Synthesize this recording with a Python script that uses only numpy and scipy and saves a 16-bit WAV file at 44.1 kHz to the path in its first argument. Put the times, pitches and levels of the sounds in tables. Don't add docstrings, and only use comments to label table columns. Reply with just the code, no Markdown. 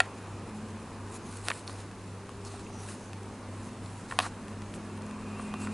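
import sys
import numpy as np
from scipy import signal
from scipy.fft import rfft, irfft, next_fast_len
from scipy.io import wavfile
from scipy.ndimage import uniform_filter1d, map_coordinates

SR = 44100
rng = np.random.default_rng(int(sys.argv[2]) if len(sys.argv) > 2 else 0)


def wav_out(sig):
    wavfile.write(sys.argv[1], SR, np.round(np.clip(np.atleast_2d(sig).T, -1, 1) * 32767).astype(np.int16))


N = 252693

# pitch in Hz, relative level in dB when struck on the long face,
# relative level in dB when struck on the end face, time in s to fall 60 dB at a grip of 1.
WALLS = [(450, -28, -7, 0.02), (745, 1.5, -4, 0.012), (1134, -15, 3, 0.015), (1424, -4.5, -15.5, 0.014),
         (1834, 5, -5.5, 0.0058), (2220, -15.5, -18, 0.012), (2647, 3, -2, 0.0043), (3010, -9, -5, 0.0039),
         (3600, -2, -8, 0.0059), (4420, -8.5, -13.5, 0.011), (4740, -27, -19, 0.0039),
         (5370, -5, -9, 0.0043), (6230, -16, -30, 0.0062), (7000, -1, -25, 0.0086), (8450, -15, -6, 0.005)]


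def amp(db):
    return 10 ** (np.asarray(db) / 20)


def unit(x):
    return x / np.sqrt(np.mean(x ** 2) + 1e-20)


def curves(rows):
    s, *columns = np.transpose(rows)
    return [np.interp(np.arange(N) / SR, s, column) for column in columns]


def wobble(rate):
    knots = rng.standard_normal(int(N * rate / SR) + 4)
    return map_coordinates(knots, [np.arange(N) * rate / SR])


def filtered(x, response):
    m = next_fast_len(N + SR // 2)
    return irfft(rfft(x, m) * response(np.fft.rfftfreq(m, 1 / SR)), m)[..., :N]


def coloured(x, spectrum):
    f, db = np.transpose(spectrum)
    return unit(filtered(x, lambda hz: amp(np.interp(np.log(hz + 1), np.log(f + 1), db))))


def resonant(x, modes):
    def response(f):
        total = 0
        for k, (centre, width, db) in enumerate(modes):
            damping = 1j * f * width
            total = total + (-1) ** k * amp(db) * damping / (centre ** 2 - f ** 2 + damping)
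        return total
    return unit(filtered(x, response))


def tone(hz, turn):
    cycles = np.cumsum(hz + np.zeros(N)) / SR + turn
    return np.sqrt(2) * np.sin(2 * np.pi * cycles)


def smooth_field(shape, bins, frames):
    field = uniform_filter1d(rng.standard_normal(shape), size=bins, axis=0)
    return unit(uniform_filter1d(field, size=frames, axis=1))


def air():
    # frequency in Hz, relative level in dB per Hz.
    rush_spectrum = [(12, -30), (25, -6.5), (70, -7.5), (130, -8), (200, -1), (280, -5), (400, -6.5),
                     (660, -13.5), (1000, -11), (1420, -17), (1850, -20.5), (2200, -23), (2630, -24),
                     (3400, -30), (4520, -32), (8000, -38), (11200, -41), (22000, -120)]
    # time in seconds, level in dB rms.
    rush_level = [(0, -44), (1.3, -45), (2.1, -46.3), (2.7, -45.5), (4.7, -44.5), (5.73, -43)]
    z = signal.stft(rng.standard_normal(N), nperseg=512)[2]
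    patchy = signal.istft(z * amp(1.2 * smooth_field(z.shape, 2, 20)), nperseg=512)[1][:N]
    return amp(curves(rush_level)[0]) * coloured(patchy, rush_spectrum)


def hum():
    in_step_s = 0.34
    out = np.zeros(N)
    for hz, db in ((99.93, -47), (97.12, -53)):
        out += amp(db + 0.56 * wobble(2.84)) * tone(hz, -hz * in_step_s)
    return out


def glides():
    # start in seconds, length in s, first pitch in Hz, last pitch in Hz, peak level in dB rms,
    # share of the length spent rising.
    glide_rows = [(0.46, 0.41, 210.5, 222, -43, 0.34), (.85, 0.56, 228.6, 235.4, -52.5, .6),
                  (2.03, 0.95, 399, 403, -51.5, .55), (1.9, 2.14, 239, 248.5, -54, .55),
                  (1.75, 0.76, 193, 186.2, -52, .1), (3.5, .7, 124.8, 121.6, -53, .9)]
    out, t = np.zeros(N), np.arange(N) / SR
    for s, length, first_hz, last_hz, db, rising in glide_rows:
        u = np.clip((t - s) / length, 0, 1)
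        swell = np.minimum(u / rising, (1 - u) / (1 - rising)) ** 0.64
        out += swell * amp(db) * tone(first_hz + u * (last_hz - first_hz), rng.random())
    return out


def engine():
    # time in seconds, firing rate in Hz, base level in dB.
    approach = [(1.9, 39.5, -64), (2.6, 40.4, -63), (3.3, 40.76, -56), (3.7, 41.1, -50.5), (4, 41.4, -55.5),
                (4.3, 41.5, -52.5), (4.8, 41.67, -47.5), (5.16, 42.18, -44), (5.3, 41.83, -43.5),
                (5.73, 42.2, -39.5)]
    # multiple of the firing rate, level in dB above the base.
    order_levels = [(3, -28), (4, -12.5), (5, 0.9), (6, -6), (7, -23), (9, -15)]
    # pitch in Hz, width in Hz, relative level in dB.
    whine_modes = [(1140, 140, 3), (2473, 33, 6.5), (2706, 31, 5)]
    # time in seconds, mean level of the whine in dB rms.
    whine_level = [(0, -62), (1.3, -70), (2.2, -80), (4.4, -75), (5.15, -57.5), (5.62, -49), (5.73, -55)]
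    hz, db = curves(approach)
    fade_in = np.clip((np.arange(N) / SR - 1.7) / 0.34, 0, 1)
    orders = np.zeros(N)
    for k, level in order_levels:
        orders += amp(level + 0.7 * wobble(9.4)) * tone(k * hz, rng.random())
    whine = resonant(rng.standard_normal(N), whine_modes)
    whine *= amp(curves(whine_level)[0] + 0.67 * wobble(14))
    return fade_in * amp(db) * orders + whine


def room(x):
    t60, onset_s = 0.078, 0.004
    t = np.arange(SR // 3) / SR
    tail = signal.lfilter([1], [1, -.6], rng.standard_normal((2, len(t))))
    tail *= amp(-60 * t / t60) * (t > onset_s)
    tail[1] = tail[0] + 0.14 * tail[1]
    tail /= np.linalg.norm(tail, axis=1, keepdims=True)
    return signal.fftconvolve(x[None], tail, axes=1)[:, :N]


def rubbing():
    # peak time in seconds, rise in s, fall in s, skin level at the peak in dB rms,
    # pressure from 0 to 1 (more of it drives the walls), brightest pitch in Hz.
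    stroke_rows = [(1.16, .06, 0.022, -48.5, 0.2, 8400), (1.33, 0.085, .13, -50.5, 0.26, 7300),
                   (1.47, 0.052, .07, -48, 0.28, 9300), (1.58, 0.086, 0.031, -50.5, 0.44, 7500),
                   (1.69, 0.025, 0.076, -50, 0.18, 4600), (1.8, 0.074, 0.042, -54.5, 0.46, 7000),
                   (2.46, 0.022, .13, -53, 0.25, 6100), (2.59, .09, 0.043, -54.5, 0.52, 5800),
                   (2.84, .09, .05, -55.5, 0.37, 7600), (2.91, 0.048, 0.056, -46.5, 0.25, 7550),
                   (3.02, 0.097, 0.066, -54.5, 0.13, 6700), (3.64, 0.065, 0.095, -55.5, 0.28, 6900),
                   (3.94, 0.11, 0.15, -57, 0.14, 7500), (4.115, .03, 0.052, -53, .4, 6500),
                   (4.21, 0.029, .06, -47.5, .55, 5300), (4.265, .04, 0.024, -48, .4, 7000),
                   (5.4, .04, 0.11, -56.5, .37, 7600), (5.63, 0.048, 0.062, -51, 0.34, 7700),
                   (5.73, .04, 0.039, -56, .32, 6800)]
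    # frequency in Hz, relative level in dB per Hz.
    skin_spectrum = [(1470, 8.5), (2500, -31), (3170, -26), (3900, 2), (5310, -1), (6290, 2.5), (8770, 2.5),
                     (10500, 5.5), (11200, -6), (14600, -38), (22000, -120)]
    fade_db = 11
    hold_db, hold_pressure, hold_hz = -62, 0.35, 6600
    s, rise, fall, db, press, hz = np.transpose(stroke_rows)[:, :, None]
    late = np.arange(N) / SR - s
    power = amp(2 * (db - fade_db * (late / np.where(late < 0, rise, fall)) ** 2))
    hold = amp(2 * hold_db)
    total = hold + power.sum(axis=0)
    pressure = (hold * hold_pressure + (power * press).sum(axis=0)) / total
    bright_hz = (hold * hold_hz + (power * hz).sum(axis=0)) / total

    slips = rng.standard_normal((2, N)) * amp(1.6 * wobble(300) + 0.98 * wobble(40))
    bin_hz, t, z = signal.stft(coloured(slips[0], skin_spectrum), SR, nperseg=512)
    octaves = np.log2((bin_hz[:, None] + 1) / np.interp(t * SR, np.arange(N), bright_hz))
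    colour_db = 5 * np.exp(-(octaves / .45) ** 2)
    colour_db += 2.2 * smooth_field(z.shape, 8, 12)
    skin = unit(signal.istft(z * amp(colour_db), SR, nperseg=512)[1][:N])
    modes = [(wall_hz, 5 / t60, end_db) for wall_hz, _, end_db, t60 in WALLS]
    return np.sqrt(total) * (skin + 2.46 * pressure * resonant(slips[1], modes))


def rasps():
    # start in seconds, length in s, centre in Hz, width in Hz, mean level in dB at the top of the swell.
    rasp_rows = [(.012, 0.061, 1900, 510, -48), (1.468, 0.022, 1300, 900, -43), (1.68, .05, 4300, 630, -56),
                 (2.446, .05, 4460, 700, -57.5), (2.7, 0.18, 5900, 430, -58), (2.6, 0.082, 6400, 940, -63),
                 (4.212, 0.038, 4300, 300, -49.5), (4.222, 0.055, 1220, 350, -38),
                 (4.216, 0.066, 8200, 4000, -51), (4.735, 0.036, 8100, 3700, -53)]
    out, t = np.zeros(N), np.arange(N) / SR
    for s, length, hz, width, db in rasp_rows:
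        swell = np.sqrt(np.sin(np.pi * np.clip((t - s) / length, 0, 1)).clip(0))
        band = resonant(rng.standard_normal(N), [(hz, width, 0)])
        out += amp(db + wobble(150)) * swell * band
    return out


def taps():
    # start in seconds, level in dB, centre of the struck colour in Hz, its breadth in octaves,
    # grip as a factor on the damping, nail crack in dB relative to the ring,
    # place from 0 on the long face to 1 on the end face.
    tap_rows = [(.003, -1, 1810, 1.62, 0.67, -14.5, 0.077), (.017, -43, 1800, .8, .65, 6, .05),
                (1.3712, -38, 8500, 0.97, 0.97, 3, .55), (1.4705, -31, 1800, 1.4, 1.2, -9, .55),
                (1.4849, -10.5, 1960, 1.2, 1.5, -5, 0.12), (1.502, -20.5, 3000, 0.84, 0.83, -5.5, .44),
                (1.5031, -22, 1800, 1.2, 1.4, -24, .22), (1.5064, -16, 1400, 1.2, 1.9, -19, 0.82),
                (1.5158, -17, 2110, 0.34, 2.1, -28, .22), (1.677, -27, 4600, 0.49, 1.6, -11, 0.96),
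                (1.696, -28.5, 1500, 0.8, 1.6, -15, 0.66), (1.9132, -37.5, 3440, 1.05, 1.1, -14, .55),
                (2.293, -27.5, 1400, 1.4, 1.4, -15, 1), (2.45, -37, 6200, .39, 1.1, -5, .4),
                (2.54, -34, 910, 1.16, 0.95, -25, .46), (2.665, -48, 2650, .27, .68, -25, .55),
                (2.7, -38, 800, .39, 1, -25, .57), (2.752, -39, 1000, .52, 1.1, -28, .55),
                (2.887, -34, 2180, 1.08, 0.82, -18, .22), (3.1325, -26, 3500, 2.8, 1, -11, .6),
                (3.2334, -41, 5000, 1.6, 1.1, 3, .55), (3.861, -40, 4300, .48, 1.4, -16, .79),
                (4.1115, -26, 2020, 0.64, 1.1, -22, .3), (4.122, -23, 1450, 0.7, .95, -30, 0.57),
                (4.135, -36, 1200, 1.1, 1.1, -25, .6), (4.1893, -3, 2000, 1.28, 0.9, -15, 0.76),
                (4.2015, -11, 1900, 1.3, 1.3, -29, .79), (4.2045, -24, 1000, 1.1, 1.5, -14, 1),
                (4.2072, -21, 2300, 0.67, 1.5, -21, .62), (4.263, -29.5, 990, 0.96, .8, -9, .4),
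                (4.276, -44, 8000, .46, 1.1, -15, .55), (4.4823, -31.5, 2000, 1.4, 1.1, -10, 0.57),
                (4.62, -34, 2500, 1.4, 1.1, -6, 0.6), (4.74, -27.5, 2300, 1.4, 1.1, -12, 0.73),
                (4.976, -38, 2500, 1.22, .83, -1, .55), (5.02, -37, 7980, 1, 1, -1.5, .55),
                (5.065, -39, 8100, 1.1, 0.98, -1, .55), (5.111, -35.5, 4000, 1.4, 0.83, -4, .55),
                (5.3955, -30.5, 1394, 0.79, 1.17, -24, .66), (5.54, -22, 1502, 1.29, 0.99, -13, 0.89),
                (5.672, -26, 1580, 0.38, 1.9, -21, 0.6)]
    rebound_full, rebound_per_grip = 1.105, 0.6
    gap = round(0.001203 * SR)
    crack_t60 = 0.0041
    out, t = np.zeros(N + SR), np.arange(SR // 10) / SR
    hz, face_db, end_db, t60 = np.transpose(WALLS)[:, :, None]
    for s, db, centre, breadth, grip, crack_db, place in tap_rows:
        level = face_db + place * (end_db - face_db)
        level = level - 6 * (np.log2(hz / centre) / breadth) ** 2
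        level = level + rng.normal(0, 0.88, hz.shape)
        ring = (amp(level - 60 * grip * t / t60) * np.sin(2 * np.pi * hz * t)).sum(axis=0)
        ring *= 1 - np.exp(-t * centre * breadth ** 3 / 0.75)
        crack = amp(crack_db - 60 * t / crack_t60) * np.diff(rng.standard_normal(len(t) + 1))
        blow = ring / np.abs(ring).max() + crack

        rebound = np.clip(rebound_full - rebound_per_grip * grip, 0, 1)
        second_gap = round(gap * rng.uniform(1.67, 2.2))
        blow += first_and_second(blow, rebound, gap, second_gap)
        out[round(s * SR):][:len(t)] += amp(db) * blow
    return filtered(out[:N], lambda f: (1j * f / (420 + 1j * f)) ** 2)


def first_and_second(blow, rebound, gap, second_gap):
    first = np.pad(blow, (gap, 0))[:len(blow)]
    second = np.pad(blow, (second_gap, 0))[:len(blow)]
    return rebound * first + rebound ** 2 * second


def scene():
    tapping = taps()
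    sway = amp(np.array([[1], [-1]]) * 0.11 * wobble(8))
    box = sway * (tapping + rubbing() + rasps()) + amp(-21) * room(tapping)
    return box + hum() + engine() + glides() + air()


def record(dry):
    # frequency in Hz, relative level in dB per Hz.
    hiss_spectrum = [(12, -9), (25, 9), (60, -5), (125, -22), (250, -16.5), (600, -11), (1150, -24),
                     (2200, -18.5), (4000, -15.5), (8370, -16), (11200, -17.5), (22000, -120)]
    hiss_db, top_hz = -61, 11150
    hiss = amp(hiss_db) * coloured(rng.standard_normal((2, N)), hiss_spectrum)
    return filtered(dry + hiss, lambda hz: 1 / (1 + (hz / top_hz) ** 300))


dry = scene()
out = record(dry)
wav_out(out)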